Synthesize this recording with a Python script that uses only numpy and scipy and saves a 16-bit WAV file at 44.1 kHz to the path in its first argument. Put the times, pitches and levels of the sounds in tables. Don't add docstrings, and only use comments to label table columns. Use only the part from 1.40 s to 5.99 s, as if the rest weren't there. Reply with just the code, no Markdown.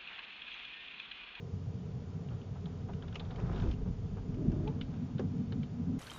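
import sys
import numpy as np
from scipy import signal
from scipy.fft import rfft, irfft
from scipy.io import wavfile

SR = 44100
rng = np.random.default_rng(int(sys.argv[2]) if len(sys.argv) > 2 else 0)


def persist_wave(psi):
    counts = np.round(np.clip(psi, -1, 1) * 32767).astype(np.int16)
    wavfile.write(sys.argv[1], SR, np.atleast_2d(counts).T)


N = 202374
T = np.arange(N) / SR


def undb(db):
    return 10 ** (np.asarray(db) / 20)


def unit(x):
    return x / np.sqrt(np.mean(x ** 2))


def curves(table):
    times, *columns = np.transpose(table)
    return [np.interp(T, times, column) for column in columns]


def band(x, hz, width_hz):
    return signal.lfilter(*signal.iirpeak(hz, hz / width_hz, fs=SR), x)


def ring(x, modes, order):
    out = 0
    for k, (hz, width_hz, db) in enumerate(modes):
        mode = x
        for _ in range(order):
            mode = band(mode, hz, width_hz * order ** .5)
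        out = out + (-1) ** k * undb(db) * mode
    return out


def steady(x, modes, order=2):
    with_lead_in = np.r_[x[-SR // 4:], x]
    return unit(ring(with_lead_in, modes, order)[SR // 4:])


def grains(per_s, scatter_db):
    hit = rng.random(N) < per_s / SR
    clicks = hit * rng.standard_normal(N)
    return unit(clicks * undb(scatter_db * np.minimum(rng.exponential(size=N), 3)))


def burst(t60, rise_s, tail_db=-19):
    t = T[:SR // 5]
    fade = undb(-60 * t / t60) + undb(tail_db - 60 * t / 0.16)
    return rng.standard_normal(len(t)) * (1 - np.exp(-t / rise_s)) * fade


def add(out, s, sound, db):
    start = int(s * SR)
    out[start:start + len(sound)] += (sound * undb(db) / np.abs(sound).max())[:N - start]


def engine(firing_hz=45.49, jitter=0.01572, uneven_db=3.7):
    timing, strength = rng.standard_normal((int(N / SR * firing_hz), 2)).T
    starts = np.cumsum(SR / firing_hz * (1 + jitter * timing)).astype(int)
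    pulses = np.zeros(2 * N)
    pulses[starts] = undb(uneven_db * strength)
    return unit(pulses[:N])


# (time [s], boom level [dB], window level [dB])
CAB_SHAKE = [(0.0, -42.5, -60), (0.25, -44.5, -52), (0.47, -42.5, -56.5), (1.01, -45.5, -50),
             (1.24, -42, -61), (1.26, -42.5, -52), (1.81, -44, -55), (2.15, -39.5, -47), (2.8, -42, -53.5),
             (3.1, -36.5, -36), (3.13, -36.5, -42.5), (3.56, -41.5, -45), (4.02, -39.5, -38.5),
             (4.05, -43.5, -44.5), (4.19, -39, -38), (4.27, -44.5, -46.5), (4.56, -39, -34.5),
             (4.59, -41.5, -49)]
# (time [s], hum level [dB], buffet level [dB])
DEEP_RUMBLE = [(0.0, -61.5, -67.5), (1.28, -60, -67), (2.09, -43.5, -49.5), (2.3, -35, -32.5),
               (2.35, -61, -45), (2.4, -40, -50), (2.86, -46, -57), (2.94, -52, -46.5), (3.1, -37, -61.5),
               (3.46, -51, -49.5), (3.68, -64.5, -68), (3.74, -51.5, -52), (3.87, -58, -75),
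               (4.15, -50.5, -56), (4.47, -58.5, -77), (4.59, -48, -53)]
# (frequency [Hz], width [Hz], gain [dB])
LENGTHWISE_AIR = [(88.9, 19.6, -2.5), (105.9, 20, -3.5), (75, 23, -16)]
CROSSWISE_AIR = [(127, 54, -3.5), (160.9, 28.4, 3), (184.5, 29.8, -4.5)]
DASH_RINGS = [(392, 37.4, -9), (456.1, 45, -8.5)]
WINDOW_RINGS = [(209.3, 47, -1), (250, 25.6, 5.5), (281.4, 53, -11)]
HUM_RING = [(42.2, 26, 0)]
BUFFET_BAND = [(30.2, 60, 0)]
# (lengthwise [dB], crosswise [dB], dashboard [dB])
AIMED_AT_WINDSCREEN = [-1.5, -1, -13]
AIMED_AT_SIDE_WINDOW = [-3, -0.5, -16]


def cab(firing_db=-8, turn_at_s=2.72, turn_length_s=0.22):
    firings = engine()
    boom_db, window_db = curves(CAB_SHAKE)
    hum_db, buffet_db = curves(DEEP_RUMBLE)
    turned = np.clip((T - turn_at_s) / turn_length_s, 0, 1)

    def shaken(modes):
        return steady(undb(firing_db) * firings + grains(per_s=1200, scatter_db=0.83), modes)

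    boom = 0
    mode_sets = (LENGTHWISE_AIR, CROSSWISE_AIR, DASH_RINGS)
    for front_db, side_db, modes in zip(AIMED_AT_WINDSCREEN, AIMED_AT_SIDE_WINDOW, mode_sets):
        aim_db = front_db + turned * (side_db - front_db)
        boom = boom + undb(boom_db + aim_db) * shaken(modes)
    hum = steady(firings + 0.96 * rng.standard_normal(N), HUM_RING, order=3)
    buffet = steady(rng.standard_normal(N), BUFFET_BAND)
    return boom + undb(window_db) * shaken(WINDOW_RINGS) + undb(hum_db) * hum + undb(buffet_db) * buffet


# (frequency [Hz], relative level [dB])
HISS_SPECTRUM = [(880, -14), (1500, -6), (1810, 0), (2610, 1.5), (3000, 3), (3370, 1), (3650, 1),
                 (5650, -2.5), (7110, -4.5), (7500, -29), (9750, -61), (16500, -120)]


def hiss(level_db=-69.5):
    hz, db = np.transpose(HISS_SPECTRUM)
    bin_hz = np.arange(N // 2 + 1) * SR / N + 1
    shape = undb(np.interp(np.log(bin_hz), np.log(hz), db))
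    return undb(level_db) * unit(irfft(rfft(rng.standard_normal(N)) * shape, N))


# (time [s], panel rasp level [dB], leaf rustle level [dB])
BRUSH_CONTACT = [(0.0, -63, -80), (0.89, -61.5, -74.5), (1.51, -61.5, -73.5), (1.9, -60.5, -68),
                 (2.12, -52, -65.5), (2.22, -56.5, -63), (2.34, -63.5, -65.5), (2.38, -59.5, -75.5),
                 (2.53, -62.5, -82), (2.76, -62.5, -78), (3.17, -59.5, -70), (3.31, -57.5, -71),
                 (3.42, -61.5, -72.5), (3.55, -60.5, -68.5), (3.7, -62, -72.5), (4.17, -62.5, -72),
                 (4.59, -61, -80.5)]
# (frequency [Hz], width [Hz], gain [dB])
PANEL_RINGS = [(323, 66, 6), (533, 92, 2.5), (591, 110, 2), (695.5, 130, 0.5), (846, 146, -5.5),
               (972, 144, -3.5), (1200, 140, -5.5), (1384, 490, -10)]
GLASS_RINGS = [(1460, 530, -5.5), (2360, 770, 4.5), (3100, 870, -1.5), (3480, 670, 6), (5220, 1800, -33.5)]


def drag():
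    rasp_db, rustle_db = curves(BRUSH_CONTACT)
    grit = np.clip((rustle_db + 72.5) / 10, 0, 1)
    slips = rng.standard_normal(N) + 0.96 * grit * grains(per_s=130, scatter_db=-1.5)
    rustle = 0.46 * slips + grains(per_s=5200, scatter_db=-1.0)
    low_rasp = undb(rasp_db + 1.5) * steady(slips, PANEL_RINGS[:5])
    high_rasp = undb(rasp_db - 5.0 + 3.0 * grit) * steady(slips, PANEL_RINGS[5:])
    splinters = undb(rustle_db - 8.0) * grit * steady(rustle, GLASS_RINGS[4:])
    leaves = undb(rustle_db - 5.5) * steady(rustle, GLASS_RINGS)
    return low_rasp + high_rasp + splinters + leaves


# (time [s], peak level [dB], main ring [Hz])
CAB_THUMPS = [(0.119, -35.5, 93), (0.258, -32, 94.2), (0.341, -31.5, 115), (0.528, -32.5, 110),
              (0.579, -35.5, 106.4), (0.849, -32, 131), (0.909, -29, 101.4), (1.099, -31.5, 102),
              (1.232, -34.5, 169), (1.417, -28, 111), (1.529, -30.5, 109), (1.829, -37, 100.4),
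              (1.929, -37, 108), (2.019, -26, 106.3), (2.207, -26, 97.5), (2.455, -27, 110),
              (2.619, -36, 86.6), (2.873, -31, 188), (2.988, -29, 151), (3.069, -23, 168), (3.189, -31, 99),
              (3.339, -32, 105), (3.579, -32, 176.4), (3.741, -28.5, 192), (3.809, -29, 205),
              (3.987, -31, 221), (4.167, -31, 201), (4.455, -26, 176), (4.53, -31, 248)]


def bumps(width_hz=42, air_modes_db=-6.5):
    out = np.zeros(N)
    for s, db, hz in CAB_THUMPS:
        blow = burst(t60=0.11, rise_s=0.0091)
        add(out, s, ring(blow, [(hz, width_hz, 0)], order=3), db)
        add(out, s, ring(blow, LENGTHWISE_AIR + CROSSWISE_AIR, order=3), db + air_modes_db)
    return out


# (time [s], peak level [dB], main ring [Hz], relative crack [dB], relative woody body [dB])
TWIG_TICKS = [(0.8844, -52.5, 2790, -28, -9), (1.0145, -49, 2820, -27, -16), (1.2555, -49.5, 3760, -31, -4),
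              (1.5325, -46.5, 2920, -16, -7), (1.6222, -53.5, 3520, -31, 4), (1.6792, -47.5, 3120, -35, -5),
              (1.725, -54, 3440, -14, 4), (1.7436, -49.5, 2720, -8, -7), (1.754, -40, 2650, -9.5, -31),
              (1.7955, -44, 3750, -41, -7), (1.8482, -59, 3500, -7, -6), (1.9072, -51, 3740, -35, -13),
              (1.9574, -48, 2920, -7, -19), (1.9983, -52.5, 2500, -6, -6), (2.1283, -49, 2900, -20, -10),
              (2.159, -48.5, 3200, -11, -5), (2.1754, -47, 2960, -11, -9), (2.1973, -41.5, 3070, -15, -4.5),
              (2.2188, -52, 3350, -6, 2), (2.2867, -62, 2420, 2, -23), (2.311, -44.5, 3150, -13.5, -12),
              (2.3254, -59.5, 2600, -4, -18), (2.942, -59, 2350, -4, -1.5), (3.1165, -59, 2220, -1, 9.5),
              (3.274, -41.5, 3150, -43, -8), (3.4101, -36, 3180, -30, -7), (3.4158, -54, 2550, -18, -21),
              (3.5372, -61, 2180, -19, 9), (3.781, -49.5, 3400, -30, 0), (3.7937, -57.5, 2730, 5, 1.5),
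              (4.121, -40.5, 2970, -45, -5.5), (4.2298, -41.5, 2960, -45, -11)]


def ticks(longest_gap_s=0.03, quietest_db=-62, width_hz=520):
    rustle_db = curves(BRUSH_CONTACT)[1]
    gaps, *traits = rng.random(size=(450, 4)).T
    patter = []
    for s, softness, pitch, dullness in zip(np.cumsum(longest_gap_s * gaps), *traits):
        if s >= T[-1]:
            break
        db = rustle_db[int(s * SR)] + 8.5 - 12 * softness
        if db > quietest_db:
            patter.append((s, db, 2200 + 1600 * pitch, -2 - 14 * dullness, -6))
    out = np.zeros(N)
    for s, db, hz, crack_db, body_db in TWIG_TICKS + patter:
        blow = burst(t60=0.03, rise_s=0.00092, tail_db=-20.5)
        add(out, s, ring(blow, [(hz, width_hz, 0)], order=3), db)
        add(out, s, ring(blow, GLASS_RINGS[1:4], order=3), db)
        add(out, s, ring(blow, GLASS_RINGS[4:], order=3), db + crack_db)
        add(out, s, ring(blow, GLASS_RINGS[:1], order=3), db + body_db)
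    return out


# (time [s], peak level [dB], main ring [Hz], relative panel ring [dB], 60 dB fade [s])
BRANCH_KNOCKS = [(0.901, -45.5, 382, -4.5, 0.13), (1.15, -53, 431, 5.5, 0.13), (1.257, -53.5, 377, 4, 0.11),
                 (1.483, -42, 398, 3, 0.14), (1.629, -52.5, 433, 7, 0.08), (1.75, -45.5, 560, 5, 0.05),
                 (1.796, -45, 473, 0.5, 0.12), (1.852, -51.5, 463, -12, 0.06), (1.903, -48, 440, 4, 0.069),
                 (1.982, -39, 412, -8, 0.24), (2.134, -43, 530, -6, 0.025), (2.161, -42, 434, -1, 0.1),
                 (2.219, -40, 330, -1, 0.14), (2.253, -39, 465, -25, 0.076), (2.451, -44, 380, -5, 0.19),
                 (2.766, -55, 458, 7, 0.09), (3.063, -37.5, 350, -36.5, 0.062),
                 (3.792, -29, 417, -7.5, 0.025), (4.12, -43.5, 413, -6, 0.064)]


def knocks(width_hz=110):
    out = np.zeros(N)
    for s, db, hz, panel_db, t60 in BRANCH_KNOCKS:
        blow = burst(t60, rise_s=0.0046)
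        add(out, s, ring(blow, [(hz, width_hz, 0)], order=2), db)
        add(out, s, ring(blow, PANEL_RINGS[3:], order=2), db + panel_db)
    return out


# (time [s], length [s], low level [dB], high level [dB])
RUB_GROANS = [(2.094, .06, -49, -64.5), (2.228, 0.065, -38.5, -64), (2.865, 0.032, -49, -74),
              (2.953, 0.087, -39, -54.5), (3.049, 0.21, -43.5, -58)]
# (frequency [Hz], width [Hz], gain [dB])
LOW_GROAN_RINGS = [(299, 93, 0.0038), (369, 79, 0)]
HIGH_GROAN_RING = [(608, 45, 0)]


def groans(edge_s=0.024):
    low = steady(grains(per_s=930, scatter_db=2.5), LOW_GROAN_RINGS)
    high = steady(grains(per_s=930, scatter_db=2.5), HIGH_GROAN_RING)
    out = 0
    for s, length_s, low_db, high_db in RUB_GROANS:
        rubbing = np.clip(np.minimum(T - s, s + length_s + edge_s - T) / edge_s, 0, 1)
        out = out + rubbing * (undb(low_db) * low + undb(high_db) * high)
    return out


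def creak(at_s=3.24, length_s=0.078, start_hz=401, rise_hz_per_s=800, level_db=-42):
    t = np.clip(T - at_s, 0, length_s)
    uneven_slip = 1 + 0.0385 * unit(band(rng.standard_normal(N), hz=60, width_hz=80))
    hz = (start_hz + rise_hz_per_s * t) * uneven_slip
    phase = 2 * np.pi * np.cumsum(hz) / SR
    octave_flare = undb(-4.5) * np.exp(-((t - 0.041) / 0.017) ** 2)
    tone = 2 ** .5 * (np.sin(phase) + octave_flare * np.sin(2 * phase))
    swell = np.sin(np.pi * t / length_s)
    waver_db = 1.7 * unit(band(rng.standard_normal(N), hz=35, width_hz=57))
    return swell * undb(level_db + waver_db) * tone


def scene():
    return (cab() + bumps() + drag() + groans() + ticks() + knocks() + creak() + hiss())[None]


def record(dry):
    mic_top_hz, ceiling_hz = 7250, 7930
    dipped = dry - 0.94 * band(dry, hz=4030, width_hz=110)
    dull = signal.sosfilt(signal.ellip(8, .3, 45, mic_top_hz, fs=SR, output="sos"), dipped)
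    return signal.sosfilt(signal.ellip(8, .2, 70, ceiling_hz, fs=SR, output="sos"), dull)


dry = scene()
out = record(dry)
persist_wave(out)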